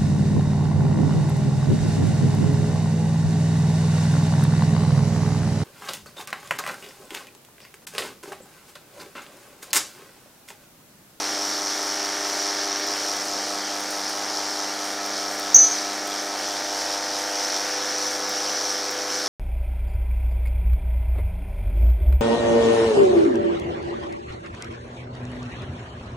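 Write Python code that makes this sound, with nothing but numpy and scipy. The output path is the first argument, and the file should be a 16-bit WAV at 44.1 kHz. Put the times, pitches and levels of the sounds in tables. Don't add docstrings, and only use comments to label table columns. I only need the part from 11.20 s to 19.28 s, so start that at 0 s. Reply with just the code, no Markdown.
import sys
import numpy as np
from scipy import signal
from scipy.fft import rfft, irfft, next_fast_len
from scipy.io import wavfile
from scipy.ndimage import uniform_filter1d, map_coordinates

SR = 44100
rng = np.random.default_rng(int(sys.argv[2]) if len(sys.argv) > 2 else 0)


def volts_from_db(level):
    exponent = np.asarray(level, float) / 20
    return 10 ** exponent


def output_pcm(signal):
    pcm = np.clip(np.atleast_2d(signal).T, -1, 1) * 32767
    wavfile.write(sys.argv[1], SR, np.round(pcm).astype(np.int16))


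N = 356328
T = np.arange(N) / SR

PULL_HZ, SHAFT_HZ = 100.245, 23.885
VANES = 4

# freq_hz, t60_s
ROOM_DECAY = [(500, .5), (6000, .45), (12000, .3)]
# start_s, peak_db, pitch_hz
TRAY_TICKS = [(0.845, -35, 9000), (1.6666, -30, 7160), (1.7095, -31, 7200), (1.9619, -32, 8550),
              (2.604, -33, 9030), (2.7062, -28, 9030), (2.8938, -30, 9090), (3.6511, -35, 9080),
              (3.8596, -32, 9020), (4.1949, -29, 9170), (4.355, -29, 7090), (4.8723, -30, 8600),
              (7.0918, -28, 7580), (7.7104, -31, 7090)]
# start_s, level_db
CUP_CONTACTS = [
    (4.3445, -4.5),
    (4.3553, -8),
    (4.3668, -10.5),
]
# pitch_hz, level_db, t60_s
CUP_MODES = [(5976, 2.5, .3), (6028, 1.5, .25), (6472, -1.5, .3), (10740, -40, .3), (7060, -33, .2)]
# time_s, place_index
WALK = [(0, 0.5), (1.6, 0), (2.2, 1.5), (3.3, 0.5), (3.8, 2), (5, 2), (5.6, 3), (6.4, 3), (6.7, 5),
        (8.1, 4)]
# pull_multiple, level_db at each of places 0 to 4
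BUZZ_LINES = [(1, -63.5, -63, -63.5, -63.5, -61), (2, -59.5, -54.5, -53, -60.5, -58.5),
              (3, -41.5, -43, -42, -43.5, -43), (4, -41.5, -47.5, -46, -49.5, -46),
              (5, -58, -48, -50.5, -43, -39.5), (6, -43, -44.5, -42, -41.5, -46),
              (7, -44, -45, -41.5, -40.5, -49), (8, -44, -44, -44.5, -42.5, -44),
              (9, -46.5, -47, -49.5, -43, -55), (10, -56, -53, -63, -72, -65),
              (11, -50, -51, -54, -63, -52), (12, -49, -49.5, -50, -51, -49.5),
              (13, -49, -49, -44.5, -53, -49), (14, -65, -60, -58, -65, -60),
              (15, -51, -55, -49, -48.5, -47), (16, -50, -58, -64, -53, -54),
              (17, -56, -58, -49, -55, -48.5), (18, -47.5, -54, -51.5, -53, -68),
              (19, -57, -59, -53, -51.5, -58), (20, -55, -51, -60, -57, -61), (21, -52, -63, -60, -70, -61),
              (22, -49, -62, -53, -62, -54), (23, -61, -56, -53, -68, -66), (24, -56, -74, -62, -73, -69)]
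# pull_multiple, shaft_multiple, level_db
SIDEBAND_LINES = [(2.5, 0, -68), (2.0, 3, -60), (3.0, -1, -66.5), (3.0, 1, -64), (4.0, -3, -56.5),
                  (0.0, 14, -62), (4.0, -2, -59), (0.0, 16, -56.5), (4.5, 0, -61), (0.0, 20, -56.5),
                  (6.0, -3, -56), (5.5, 0, -57), (0.0, 24, -59.5), (0.0, 25, -59.5), (6.5, 0, -59.5),
                  (6.0, 3, -56.5), (7.0, -1, -56), (8.0, -4, -49.5), (8.0, -3, -57), (0.0, 32, -50),
                  (7.0, 4, -57.5), (9.0, -1, -56), (9.0, 1, -55), (11.0, -3, -58), (11.0, -2, -53),
                  (12.0, 4, -53), (13.0, 3, -59), (14.0, -1, -50), (15.0, -1, -65), (16.0, -1, -53.5)]
# time_s, rumble_db, upper_case_db, clatter_db, hiss_db
PUMP_LOAD = [(0.0, -34.5, -37, -30, -42.5), (0.43, -36, -39.5, -30.5, -43.5),
             (0.94, -35.5, -36.5, -31, -43), (1.3, -36, -37, -28.5, -43.5), (1.66, -37.5, -37, -30.5, -45),
             (1.86, -34, -37.5, -30, -42), (2.09, -35.5, -39.5, -32, -45), (2.32, -35.5, -38.5, -31.5, -45),
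             (2.95, -35, -39, -31, -44.5), (3.28, -33, -39.5, -29.5, -43), (3.56, -37, -39, -33, -45.5),
             (4.03, -36, -39.5, -31, -44.5), (4.3, -37.5, -39, -32, -47), (4.57, -35.5, -38, -30.5, -44),
             (4.73, -36.5, -39, -31, -44), (4.88, -36.5, -39.5, -32, -45), (5.47, -36, -38, -31, -44),
             (5.74, -34.5, -38, -30, -43.5), (6.21, -34.5, -37, -31, -44), (6.55, -35, -36, -30, -44),
             (6.88, -34.5, -38.5, -30.5, -44.5), (7.18, -32.5, -37.5, -31.5, -44.5),
             (7.47, -33.5, -38, -29.5, -42.5), (7.79, -36, -38.5, -32, -45), (8.08, -33, -38, -30, -44)]
# freq_hz, level_db
RUMBLE_COLOUR = [(25, -48), (60, -46), (100, -24.5), (150, -20.5), (200, -11), (300, -6), (500, -1.5),
                 (800, 2), (1200, -4.5), (1800, -15), (3000, -47)]
# freq_hz, level_db
UPPER_COLOUR = [(500, -51), (900, -12.5), (1300, -5), (1700, -1.5), (2100, -5), (2600, -5), (3300, -1),
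                (4200, -6), (6000, -27)]
# freq_hz, level_db
CLATTER_COLOUR = [(2500, -31), (3500, -14), (4500, -5.5), (5200, -2.5), (5600, -1.5), (6100, -5),
                  (6800, -11.5), (7500, -16.5), (9000, -39)]
# freq_hz, level_db
HISS_COLOUR = [(3820, -32), (6500, -1.5), (6730, -7), (8480, -6.5), (9290, -7), (9790, -10), (11700, -14.5),
               (14400, -17), (15000, -25)]
# center_hz, width_hz, level_db
FAR_PANELS = [(4430, 60, -6), (5230, 60, -9), (5430, 85, -1.5), (5650, 60, 0), (5800, 70, -6.5),
              (5980, 90, -3), (7030, 40, -2)]
# center_hz, width_hz, level_db
NEAR_PANELS = [(4410, 40, -8), (5390, 120, -1), (5510, 40, -5), (5620, 40, -2), (5910, 50, 6.5),
               (6030, 60, -5.5)]
# time_s, far_share, near_share
PANEL_SHARES = [(0, 1, 0), (1.9, 1, 0), (2.2, .3, 0), (5.8, .3, .2), (6.3, 0, 1), (7.7, 0, 1), (8.1, 0, .5)]


def unit(x):
    return x / np.sqrt(np.mean(x ** 2) + 1e-20)


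def along(points, hz):
    point_hz, value = np.transpose(points)
    return np.interp(np.log(hz + 1), np.log(point_hz + 1), value)


def curves(rows):
    time_s, *columns = np.transpose(rows)
    return [np.interp(T, time_s, column) for column in columns]


def wobble(rate_hz):
    knots = rng.standard_normal(int(N * rate_hz / SR) + 4)
    return map_coordinates(knots, [T * rate_hz])


def filtered(x, response):
    size = next_fast_len(N + SR // 2)
    hz = np.fft.rfftfreq(size, 1 / SR)
    return irfft(rfft(x, size) * response(hz), size)[..., :N]


def coloured(x, spectrum):
    return unit(filtered(x, lambda hz: volts_from_db(along(spectrum, hz))))


def resonant(x, peaks):
    def response(f):
        return sum(volts_from_db(db) * 1j * f * width / (center ** 2 - f * f + 1j * f * width)
                   for center, width, db in peaks)
    return filtered(x, response)


def patchy(patchy_db):
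    z = signal.stft(rng.standard_normal(N), nperseg=512)[2]
    field = uniform_filter1d(rng.standard_normal(z.shape), 6, 0)
    field = uniform_filter1d(field, 12, 1)
    return signal.istft(z * volts_from_db(patchy_db * unit(field)), nperseg=512)[1][:N]


def comb(hz, count):
    return unit(sum(np.cos(2 * np.pi * (k * hz * T + rng.random())) for k in range(1, count + 1)))


def knocks(hz, sharp):
    return unit(np.exp(-sharp * (hz * T % 1)))


def sine(hz):
    return np.sqrt(2) * np.sin(2 * np.pi * (hz * T + rng.random()))


def room(x):
    hz, t, z = signal.stft(rng.standard_normal(SR // 2), SR, nperseg=256)
    decay = volts_from_db(-60 * t / along(ROOM_DECAY, hz)[:, None])
    tail = signal.istft(z * decay, SR, nperseg=256)[1]
    delayed = np.pad(x, (400, 0))
    return signal.fftconvolve(delayed, tail / np.linalg.norm(tail))[:N]


def tray():
    out, t = np.zeros(N + SR), T[:SR // 10]
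    for start_s, peak_db, pitch_hz in TRAY_TICKS:
        ring = np.sin(2 * np.pi * pitch_hz * t) * volts_from_db(-60 * t / .05) * (1 - np.exp(-t / .001))
        spit = .6 * np.diff(rng.standard_normal(len(t) + 1)) * volts_from_db(-60 * t / .03)
        out[round(start_s * SR):][:len(t)] += volts_from_db(peak_db - 2) * (ring + spit)
    return out[:N]


def cups():
    out, t = np.zeros(N + SR), T[:SR // 2]
    ring = sum(volts_from_db(db - 60 * t / t60_s) * np.sin(2 * np.pi * hz * t) for hz, db, t60_s in CUP_MODES)
    ring = ring * (1 - np.exp(-t / .0015))
    for start_s, level_db in CUP_CONTACTS:
        tick = .08 * volts_from_db(-60 * t / .006) * rng.standard_normal(len(t))
        out[round(start_s * SR):][:len(t)] += volts_from_db(level_db) * (ring + tick)
    return out[:N]


def motor():
    place, = curves(WALK)
    out = np.zeros(N)
    for pull_multiple, *place_db in BUZZ_LINES:
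        level_db = np.interp(place, np.arange(len(place_db)), place_db) + .8 * wobble(2)
        out += volts_from_db(level_db) * sine(pull_multiple * PULL_HZ)
    for pull_multiple, shaft_multiple, level_db in SIDEBAND_LINES:
        hz = pull_multiple * PULL_HZ + shaft_multiple * SHAFT_HZ
        out += volts_from_db(level_db + 2.5 * wobble(1)) * sine(hz)
    return out


def pump():
    rumble_db, upper_db, clatter_db, hiss_db = curves(PUMP_LOAD)
    pull = knocks(PULL_HZ, sharp=3)
    vane = knocks(VANES * SHAFT_HZ, sharp=6)
    turn = knocks(SHAFT_HZ, sharp=4)
    lattice = comb(PULL_HZ, count=24) * comb(SHAFT_HZ, count=4)
    surge = wobble(7)

    rumble = patchy(patchy_db=2.5) * (1 + .3 * pull) + .4 * lattice
    upper = patchy(patchy_db=1.5) * (1 + .2 * vane + .1 * pull) + .5 * lattice

    blows = patchy(patchy_db=0.5) * (1 + .3 * vane + .15 * pull)
    blows = blows * volts_from_db(.8 * surge + .6 * wobble(20))
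    far, near = curves(PANEL_SHARES)
    panels = far * resonant(blows, FAR_PANELS) + near * resonant(blows, NEAR_PANELS)
    clatter = blows + 1.2 * panels

    hiss = patchy(patchy_db=0.9) * (1 + .2 * vane + .2 * pull + .15 * turn)
    hiss = hiss * volts_from_db(.7 * surge + 1.1 * wobble(15))

    return (volts_from_db(rumble_db - 4) * coloured(rumble, RUMBLE_COLOUR)
            + volts_from_db(upper_db + 1.5) * coloured(upper, UPPER_COLOUR)
            + volts_from_db(clatter_db + 0.83) * coloured(clatter, CLATTER_COLOUR)
            + volts_from_db(hiss_db + 3) * coloured(hiss, HISS_COLOUR))


def scene():
    struck = cups() + tray()
    mix = motor() + pump() + struck + volts_from_db(-5.5) * room(struck)
    return np.tile(mix, (2, 1))


def low_pass(x):
    return signal.sosfilt(signal.butter(12, 15470, fs=SR, output="sos"), x)


def record(dry):
    bent = dry + .01 * dry ** 2
    hardness, ceiling = 12, 1.02
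    limited = bent / (1 + np.abs(bent / ceiling) ** hardness) ** (1 / hardness)
    return low_pass(limited)


dry = scene()
out = record(dry)
output_pcm(out)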